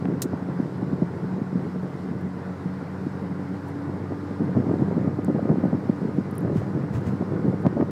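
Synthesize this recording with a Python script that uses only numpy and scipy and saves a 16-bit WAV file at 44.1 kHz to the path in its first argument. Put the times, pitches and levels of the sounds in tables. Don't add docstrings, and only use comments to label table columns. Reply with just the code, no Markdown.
import sys
import numpy as np
from scipy import signal
from scipy.fft import rfft, irfft, next_fast_len
from scipy.io import wavfile
from scipy.ndimage import uniform_filter1d, map_coordinates

SR = 44100
rng = np.random.default_rng(int(sys.argv[2]) if len(sys.argv) > 2 else 0)


def wav_out(sig):
    wavfile.write(sys.argv[1], SR, np.round(np.clip(np.atleast_2d(sig).T, -1, 1) * 32767).astype(np.int16))


N = 348814


def amp(db):
    return 10 ** (np.asarray(db) / 20)


def unit(x):
    return x / np.sqrt(np.mean(x ** 2) + 1e-20)


def curves(rows):
    s, *columns = np.transpose(rows)
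    t = np.arange(N) / SR
    return [np.interp(t, s, column) for column in columns]


def wobble(rate):
    knots = rng.standard_normal(int(N * rate / SR) + 4)
    return map_coordinates(knots, [np.arange(N) * rate / SR])


def filtered(x, response):
    size = next_fast_len(len(x) + 8192)
    spectrum = rfft(x, size) * response(np.fft.rfftfreq(size, 1 / SR))
    return irfft(spectrum, size)[:len(x)]


def coloured(x, spectrum):
    knot_hz, db = np.transpose(spectrum)
    return unit(filtered(x, lambda hz: amp(np.interp(np.log(hz + 1), np.log(knot_hz), db))))


def high_pass(x, edge_hz, order):
    return signal.sosfilt(signal.butter(order, edge_hz, "high", fs=SR, output="sos"), x)


def band_pass(x, low_hz, high_hz, order):
    return signal.sosfilt(signal.butter(order, [low_hz, high_hz], "band", fs=SR, output="sos"), x)


def patchy(x, depth_db):
    cells = signal.stft(x, nperseg=512)[2]
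    across_bands = uniform_filter1d(rng.standard_normal(cells.shape), size=4, axis=0)
    flutter = unit(uniform_filter1d(across_bands, size=7, axis=1))
    return unit(signal.istft(cells * amp(depth_db * flutter), nperseg=512)[1][:N])


def add(track, s, sound):
    part = track[max(round(s * SR), 0):][:len(sound)]
    part += sound[:len(part)]


# start_s, firing_hz
FIRING = [(0, 90.6), (1.7, 91.3), (2.7, 92.6), (3.7, 94.7), (4.7, 96.8), (5.5, 97.6), (7, 97.7),
          (7.9, 98.4)]
# start_s, firing_tone_db, octave_db, twelfth_db
HUM = [(0, -45.5, -39.5, -36), (1.3, -47, -32.5, -52.5), (2.2, -44.5, -36.5, -42.5),
       (3.0, -43, -35.5, -42.5), (3.55, -42, -41.5, -36), (4.3, -38.5, -43, -37), (5, -38.5, -40, -38),
       (6.3, -41.5, -38.5, -43), (7.9, -38.5, -39, -42)]
# multiple (of the firing rate), level_db
OVERTONES = [(1.5, -43.5), (4, -58), (5, -53)]
# start_s, level_db
WHINE = [(0, -58.5), (3.4, -64.5), (3.9, -56), (5.1, -54), (6.5, -57), (7.9, -56.5)]


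def engine(waver_db=1.4, drift=0.2, whine_waver_db=2.5, whine_drift=0.66, drone_db=-7, drone_drift=0.81):
    turns = np.cumsum(curves(FIRING)[0]) / SR
    gear, tread = 12.65, 2.045
    hum = curves(HUM)
    out = np.zeros(N)
    for multiple, db in [*enumerate(hum, 1), *OVERTONES]:
        phase = 2 * np.pi * (multiple * turns + rng.random()) + drift * multiple * wobble(11)
        waver = amp(waver_db * np.sqrt(multiple) * wobble(11))
        out += amp(db) * unit(waver * np.sin(phase))
    drone = unit(np.sin(2 * np.pi * tread * turns + drone_drift * wobble(4)))
    whine_waver = amp(whine_waver_db * wobble(18))
    whine = unit(whine_waver * np.sin(2 * np.pi * gear * turns + whine_drift * wobble(15)))
    return out + amp(hum[1] + drone_db) * drone + amp(curves(WHINE)[0]) * whine


# start_s, coarseness_db (before the rumble and knock gains)
ROAD = [(0, -27), (.5, -28), (.85, -28.5), (1.5, -30), (2.25, -30.5), (2.6, -31.5), (3.7, -30), (4.45, -28),
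        (4.7, -25), (4.98, -22), (5.17, -29.5), (5.55, -23.5), (5.85, -29), (6.5, -27.5), (7.4, -25),
        (7.91, -27.5)]
# frequency_hz, density_db (per Hz)
RUMBLE = [(25, -48.5), (45, -22.5), (70, -17.5), (100, -3.5), (130, 2.5), (175, 1.5), (230, -4.5),
          (320, -3.5), (430, -7), (600, -15.5), (900, -26), (2000, -45.5), (4000, -92)]


def road(rumble_db=-8, knock_db=-8.5, knock_growth=1.26, spread_db=4, boom_hz=180, boom_db=-15,
         uneven_db=2.5, patch_db=-14, patch_s=0.018):
    t = np.arange(N) / SR
    asphalt = amp(curves(ROAD)[0] + uneven_db * wobble(28))
    patches = sum(amp(db + patch_db) * np.exp(-np.abs(t - s) / patch_s) for s, db, _ in JOLTS)
    rough_db = 20 * np.log10(np.hypot(asphalt, patches))
    usual_db = np.mean(rough_db)
    rumble = amp(rough_db + rumble_db) * coloured(rng.standard_normal(N), RUMBLE)

    hits = rng.random(N) < 110 / SR
    signs = rng.choice([-1, 1], N)
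    stones = hits * signs * amp(spread_db * rng.uniform(-0.79, 1, N))
    knocking_db = usual_db + knock_growth * (rough_db - usual_db) + knock_db
    knocks = amp(knocking_db) * coloured(stones, RUMBLE)

    shaking = high_pass(rumble + knocks, 69, order=2)
    half_width_hz = 9
    boom = filtered(shaking, lambda hz: 1 / (1 + 1j * (hz - boom_hz) / half_width_hz))
    return shaking + amp(usual_db + boom_db) * unit(boom)


# start_s (moment of the peak), peak_db (nominal, before the gain), pitch_hz (at the peak)
JOLTS = [(0.0597, -12.5, 234.3), (0.0875, -14, 207), (0.1271, -17, 322), (0.1475, -17.5, 230),
         (0.2568, -17, 309), (0.3271, -22.5, 224), (0.3392, -11.5, 232.4), (0.4215, -20, 183),
         (0.602, -11, 271.7), (0.8275, -14.5, 283.2), (0.8971, -16, 187), (0.9313, -12.5, 260.4),
         (0.9979, -22, 178), (1.023, -9, 216), (1.2306, -17.5, 253.4), (1.2469, -20.5, 199),
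         (1.2884, -22, 186), (1.3845, -19, 199.3), (1.4175, -12.5, 197.6), (1.53, -18, 211),
         (1.557, -13.0, 227.8), (1.5948, -19, 216.5), (1.6535, -19.0, 189.6), (1.7604, -15.5, 203.7),
         (2.089, -18, 200), (2.1131, -18, 256.5), (2.266, -19, 202.6), (2.3696, -20, 206.6),
         (2.6596, -17, 213), (3.0686, -16.5, 287), (3.8974, -16, 284.5), (4.1219, -19, 331.4),
         (4.3101, -15.5, 213), (4.4057, -14.5, 275), (4.4182, -13, 288), (4.4425, -21, 222),
         (4.5543, -15.5, 275), (4.5748, -8, 243), (4.5872, -15.5, 251), (4.602, -15, 228.6),
         (4.6692, -14.5, 270), (4.6911, -14.5, 220.3), (4.7119, -11.5, 360), (4.7407, -13, 301.5),
         (4.7999, -13.5, 234), (4.8216, -9.5, 259), (4.9225, -14.5, 222), (4.967, -10, 213.6),
         (4.981, -15, 277.6), (5.0765, -11.5, 207), (5.0895, -16.5, 246), (5.1904, -12.5, 313.8),
         (5.2837, -13, 255), (5.301, -10, 261), (5.3472, -14.5, 260.4), (5.3623, -11, 223),
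         (5.4284, -13.5, 221.6), (5.456, -12.5, 245), (5.4908, -12.5, 330.6), (5.5031, -10.5, 216),
         (5.5167, -8.5, 202.7), (5.5838, -11.5, 282), (5.6387, -9.0, 279), (5.657, -11.5, 238.6),
         (5.682, -15.5, 232.4), (5.7328, -11.5, 203.7), (5.748, -9.5, 270), (5.8562, -18.5, 259),
         (5.8973, -7, 247.7), (6.0317, -20, 242), (6.0529, -9, 218.8), (6.092, -16, 214),
         (6.1676, -27, 195), (6.1853, -11.5, 284), (6.2128, -19, 213.3), (6.3281, -18.5, 218),
         (6.4292, -15, 227.6), (6.4488, -20, 206), (6.464, -16, 199.4), (6.481, -20, 205),
         (6.5037, -15, 348), (6.519, -23.5, 206), (6.5596, -10.5, 223), (6.7765, -14, 223),
         (6.8038, -21.5, 233), (6.9463, -19, 170), (6.9631, -19.5, 200), (6.9786, -20, 193),
         (7.0604, -18.5, 185), (7.0754, -14, 219.5), (7.135, -16.5, 218), (7.15, -19.5, 209),
         (7.2114, -14, 251), (7.227, -14, 211.7), (7.4401, -16, 226), (7.4552, -14, 230),
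         (7.469, -12.5, 213.3), (7.4837, -14.5, 177), (7.5101, -20, 216), (7.5427, -13.5, 168.6),
         (7.6503, -13.5, 208.3), (7.6664, -4.5, 239.3), (7.7294, -16.5, 287), (7.7695, -9.5, 244),
         (7.8023, -8.5, 291), (7.826, -11, 319)]


def jolts(gain_db=-0.64, rise_s=0.0018, decay_s=0.0031, sag=0.248, shudder_db=-16, shudder_s=0.01, low_hz=100):
    lead_s = .04
    t = np.arange(SR // 8) / SR - lead_s
    shape = np.exp(-np.hypot(np.where(t < 0, t / rise_s, t / decay_s), .4))
    shape /= shape.max()
    out = np.zeros(N)
    for s, db, hz in [*JOLTS, *lesser_bumps()]:
        sinking_hz = hz * (1 - sag * np.tanh(t / decay_s))
        turns = np.cumsum(sinking_hz) / SR + rng.random()
        flex = shape * np.sin(2 * np.pi * turns)
        body = coloured(rng.standard_normal(len(t)), RUMBLE)
        shudder = amp(shudder_db) * np.exp(-np.abs(t) / shudder_s) * body
        add(out, s - lead_s, amp(db + gain_db) * (flex + shudder))
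    return high_pass(out, low_hz, order=4)


def lesser_bumps(bumps_per_s=6, bump_db=1, bump_hz=270, scatter_db=2, scatter_octaves=0.24):
    draw = rng.uniform(-1, 1, (round(bumps_per_s * N / SR), 3))
    slot = np.arange(len(draw)) + .5 + .5 * draw[:, 0]
    s = slot / len(draw) * N / SR
    db = np.interp(s, *np.transpose(ROAD)) + bump_db + scatter_db * draw[:, 1]
    hz = bump_hz * 2 ** (scatter_octaves * draw[:, 2])
    return np.column_stack([s, db, hz])


# start_s (moment of the peak), peak_db (nominal, before the gain), pitch_hz (at the peak)
CLACKS = [(0.056,-23.5,760), (0.127,-29,565), (0.3344,-22,581), (0.5995,-27,563), (0.824,-30,522),
          (0.9285,-27,519), (1.0291,-25,630), (4.1213,-26,655), (4.411,-26,526), (4.5516,-25,567),
          (4.5707,-24,638), (4.6962,-20.5,608), (4.716,-20,640), (4.741,-25,762), (4.809,-27,530),
          (4.9127,-22,564), (4.9827,-25,587), (5.0814,-25,634), (5.193,-25.5,604), (5.283,-19,578),
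          (5.3015,-23,612), (5.394,-15.5,577), (5.4559,-24,604), (5.4848,-27,516), (5.4935,-20,626),
          (5.5128,-24,761), (5.558,-22,526), (5.6391,-19,583), (5.6534,-17,570), (5.73,-17.5,616),
          (5.8926,-30,626), (6.4585,-26,644), (6.5,-20,538), (6.6201,-23.5,580), (6.7753,-25.5,616),
          (6.848,-33,617), (7.2225,-25,704), (7.4599,-26,593), (7.6569,-16.5,666), (7.666,-17,650),
          (7.7713,-23,633), (7.7791,-18,537), (7.8011,-25,670), (7.8106,-18,660), (7.8267,-19,634)]


def clacks(gain_db=-1.1, rise_s=0.00088, decay_s=0.0016, sag=0.1514, overtone=1.65, overtone_db=-13):
    lead_s = .02
    t = np.arange(SR // 16) / SR - lead_s
    shape = np.exp(-np.hypot(np.where(t < 0, t / rise_s, t / decay_s), .5))
    shape /= shape.max()
    out = np.zeros(N)
    for s, db, hz in CLACKS:
        sinking_hz = hz * (1 - sag * np.tanh(t / decay_s))
        turns = np.cumsum(sinking_hz) / SR + rng.random()
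        ring = np.sin(2 * np.pi * turns) + amp(overtone_db) * np.sin(2 * np.pi * overtone * turns)
        add(out, s - lead_s, amp(db + gain_db) * shape * ring)
    return out


# start_s, peak_db, highest_hz
CRACKS = [(0.055, -26, 3200), (5.493, -28, 1800), (7.6658, -24, 6000), (7.811, -25, 2200)]


def cracks(contact_s=0.00019, low_hz=600, ring_hz=1700, ring_s=0.00039, ring_db=-3):
    t = np.arange(SR // 16) / SR
    push = np.exp(-t / contact_s)
    swing = amp(ring_db) * np.exp(-t / ring_s) * np.sin(2 * np.pi * ring_hz * t)
    out = np.zeros(N)
    for s, db, high_hz in CRACKS:
        crack = band_pass(push + swing, low_hz, high_hz, order=2)
        add(out, s, amp(db) * crack / np.abs(crack).max())
    return out


# start_s, level_db (rms before the envelope), t60_s, lowest_hz
SNAP = [(0.2193, -20, 0.012, 500), (0.221, -23, 0.016, 1600), (0.222, -26.5, 0.055, 2800),
        (0.2438, -59, 0.04, 3500)]
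# centre_hz, width_hz, level_db
TRIM = [(1700, 1240, -2.5), (2900, 1000, -1.5), (4080, 750, 1), (5900, 1000, 1), (6930, 650, 6),
        (8100, 1100, 1.5), (9300, 840, 3), (11000, 1600, -6), (12700, 900, -1), (14600, 1400, -5)]


def snap(rise_s=0.00028):
    t = np.arange(SR // 8) / SR

    def plastic(hz):
        total = 0
        for k, (centre, width, db) in enumerate(TRIM):
            damping = 1j * hz * width
            total = total + (-1) ** k * amp(db) * damping / (centre * centre - hz * hz + damping)
        return total

    out = np.zeros(N)
    for s, db, t60, low_hz in SNAP:
        slips = rng.standard_normal(len(t))
        ring = unit(high_pass(filtered(slips, plastic), low_hz, order=6))
        add(out, s, amp(db - 60 * t / t60) * (1 - np.exp(-t / rise_s)) * ring)
    return out


# start_s, peak_db, lowest_hz, highest_hz
TICKS = [(2.213, -48, 7000, 14000), (4.445, -58, 4950, 13800), (5.247, -34, 6600, 9000),
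         (6.309, -49, 8000, 11100), (6.313, -41.5, 8860, 12100), (6.353, -44.5, 8740, 12000),
         (6.3547, -44, 8800, 12100), (6.363, -51.5, 8800, 11900), (6.3816, -28.5, 8900, 10800),
         (6.4075, -42.5, 9000, 12000)]


def ticks(rustle_db=-35, rustle_t60_s=.04):
    t = np.arange(SR // 8) / SR
    out = np.zeros(N)
    for s, db, low_hz, high_hz in TICKS:
        rustle = amp(rustle_db - 60 * t / rustle_t60_s) * rng.standard_normal(len(t))
        slip = (t == 0) + rustle
        click = band_pass(high_pass(slip, low_hz, order=8), low_hz, high_hz, order=1)
        add(out, s, amp(db) * click / np.abs(click).max())
    return out


# start_s (moment of the peak), level_db, fade_s (time constant on either side)
RUBS = [(1.83, -72, .02), (2.213, -66, .008), (3.05, -71, .012), (3.22, -71, .015), (3.687, -65, .022),
        (3.97, -72, .01), (4.442, -69, .012), (7.62, -66, .012)]
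# frequency_hz, density_db (per Hz)
RUB = [(2500, -25), (7000, -1), (11000, 0), (16000, -9)]


def rubs(grit_db=3):
    t = np.arange(N) / SR
    swells = sum(amp(db) * np.exp(-np.abs(t - s) / fade_s) for s, db, fade_s in RUBS)
    grains = amp(grit_db * wobble(400)) * rng.standard_normal(N)
    return swells * coloured(grains, RUB)


# frequency_hz, density_db (per Hz)
TYRES = [(60, -27), (150, 7.5), (450, 2), (650, -3), (850, 0), (1050, -2), (1250, -7), (1430, -4),
         (1650, -9), (2000, -11.5), (2500, -22.5), (3300, -33), (6000, -63)]
# frequency_hz, density_db (per Hz)
AIR = [(1000, -13), (2800, -0.5), (3400, -1.5), (3900, 0), (5200, -1), (6200, -7.5), (8000, -8.5),
       (9500, -13), (11500, -14.5), (13000, -20), (16000, -22)]


def rush(tyre_db=-40.0, air_db=-62, flutter_db=0.48, tyre_db_per_octave=6):
    firing, = curves(FIRING)
    roar_db = tyre_db + tyre_db_per_octave * np.log2(firing / firing.mean())
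    roar_level = amp(roar_db + flutter_db * wobble(14))
    tyres = roar_level * patchy(coloured(rng.standard_normal(N), TYRES), depth_db=1.15)
    air_level = amp(air_db + 0.5 * wobble(6))
    air = air_level * patchy(coloured(rng.standard_normal(N), AIR), depth_db=1.15)
    return tyres + air


# start_s (moment of the peak), edge_db (breezy), push_db (low), fade_s (time constant of the edge)
PUFFS = [(6.57, -37, -24.5, 0.046), (6.952, -34, -26, 0.03), (7.069, -35, -30, 0.033)]
# frequency_hz, density_db (per Hz)
PUFF = [(25, -24), (60, -11), (115, 8), (220, -14), (400, -2), (2000, -17.5), (4000, -31.5), (7000, -31),
        (11000, -41), (16000, -42)]


def puffs(grit_db=2.5, push_hz=118, push_width_hz=40, push_lasts=1.75, rise_share=0.47):
    t = np.arange(N) / SR

    def swell(s, fade_s):
        return np.exp(-np.abs(t - s) / np.where(t < s, rise_share * fade_s, fade_s))

    edges = sum(amp(db) * swell(s, fade_s) for s, db, _, fade_s in PUFFS)
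    pushes = sum(amp(db) * swell(s, push_lasts * fade_s) for s, _, db, fade_s in PUFFS)
    breeze = coloured(amp(grit_db * wobble(220)) * rng.standard_normal(N), PUFF)
    low_band = lambda hz: np.exp(-((hz - push_hz) / push_width_hz) ** 2)
    push = unit(filtered(rng.standard_normal(N), low_band))
    return edges * breeze + pushes * push


def scene():
    vehicle = engine() + road() + jolts() + clacks() + cracks() + rush()
    trim = snap() + ticks() + rubs()
    return (vehicle + trim + puffs())[None]


def record(dry):
    top_hz, edge_hz = 15850, 500
    return filtered(dry[0], lambda hz: np.clip((top_hz - hz) / edge_hz + .5, 0, 1))[None]


dry = scene()
out = record(dry)
wav_out(out)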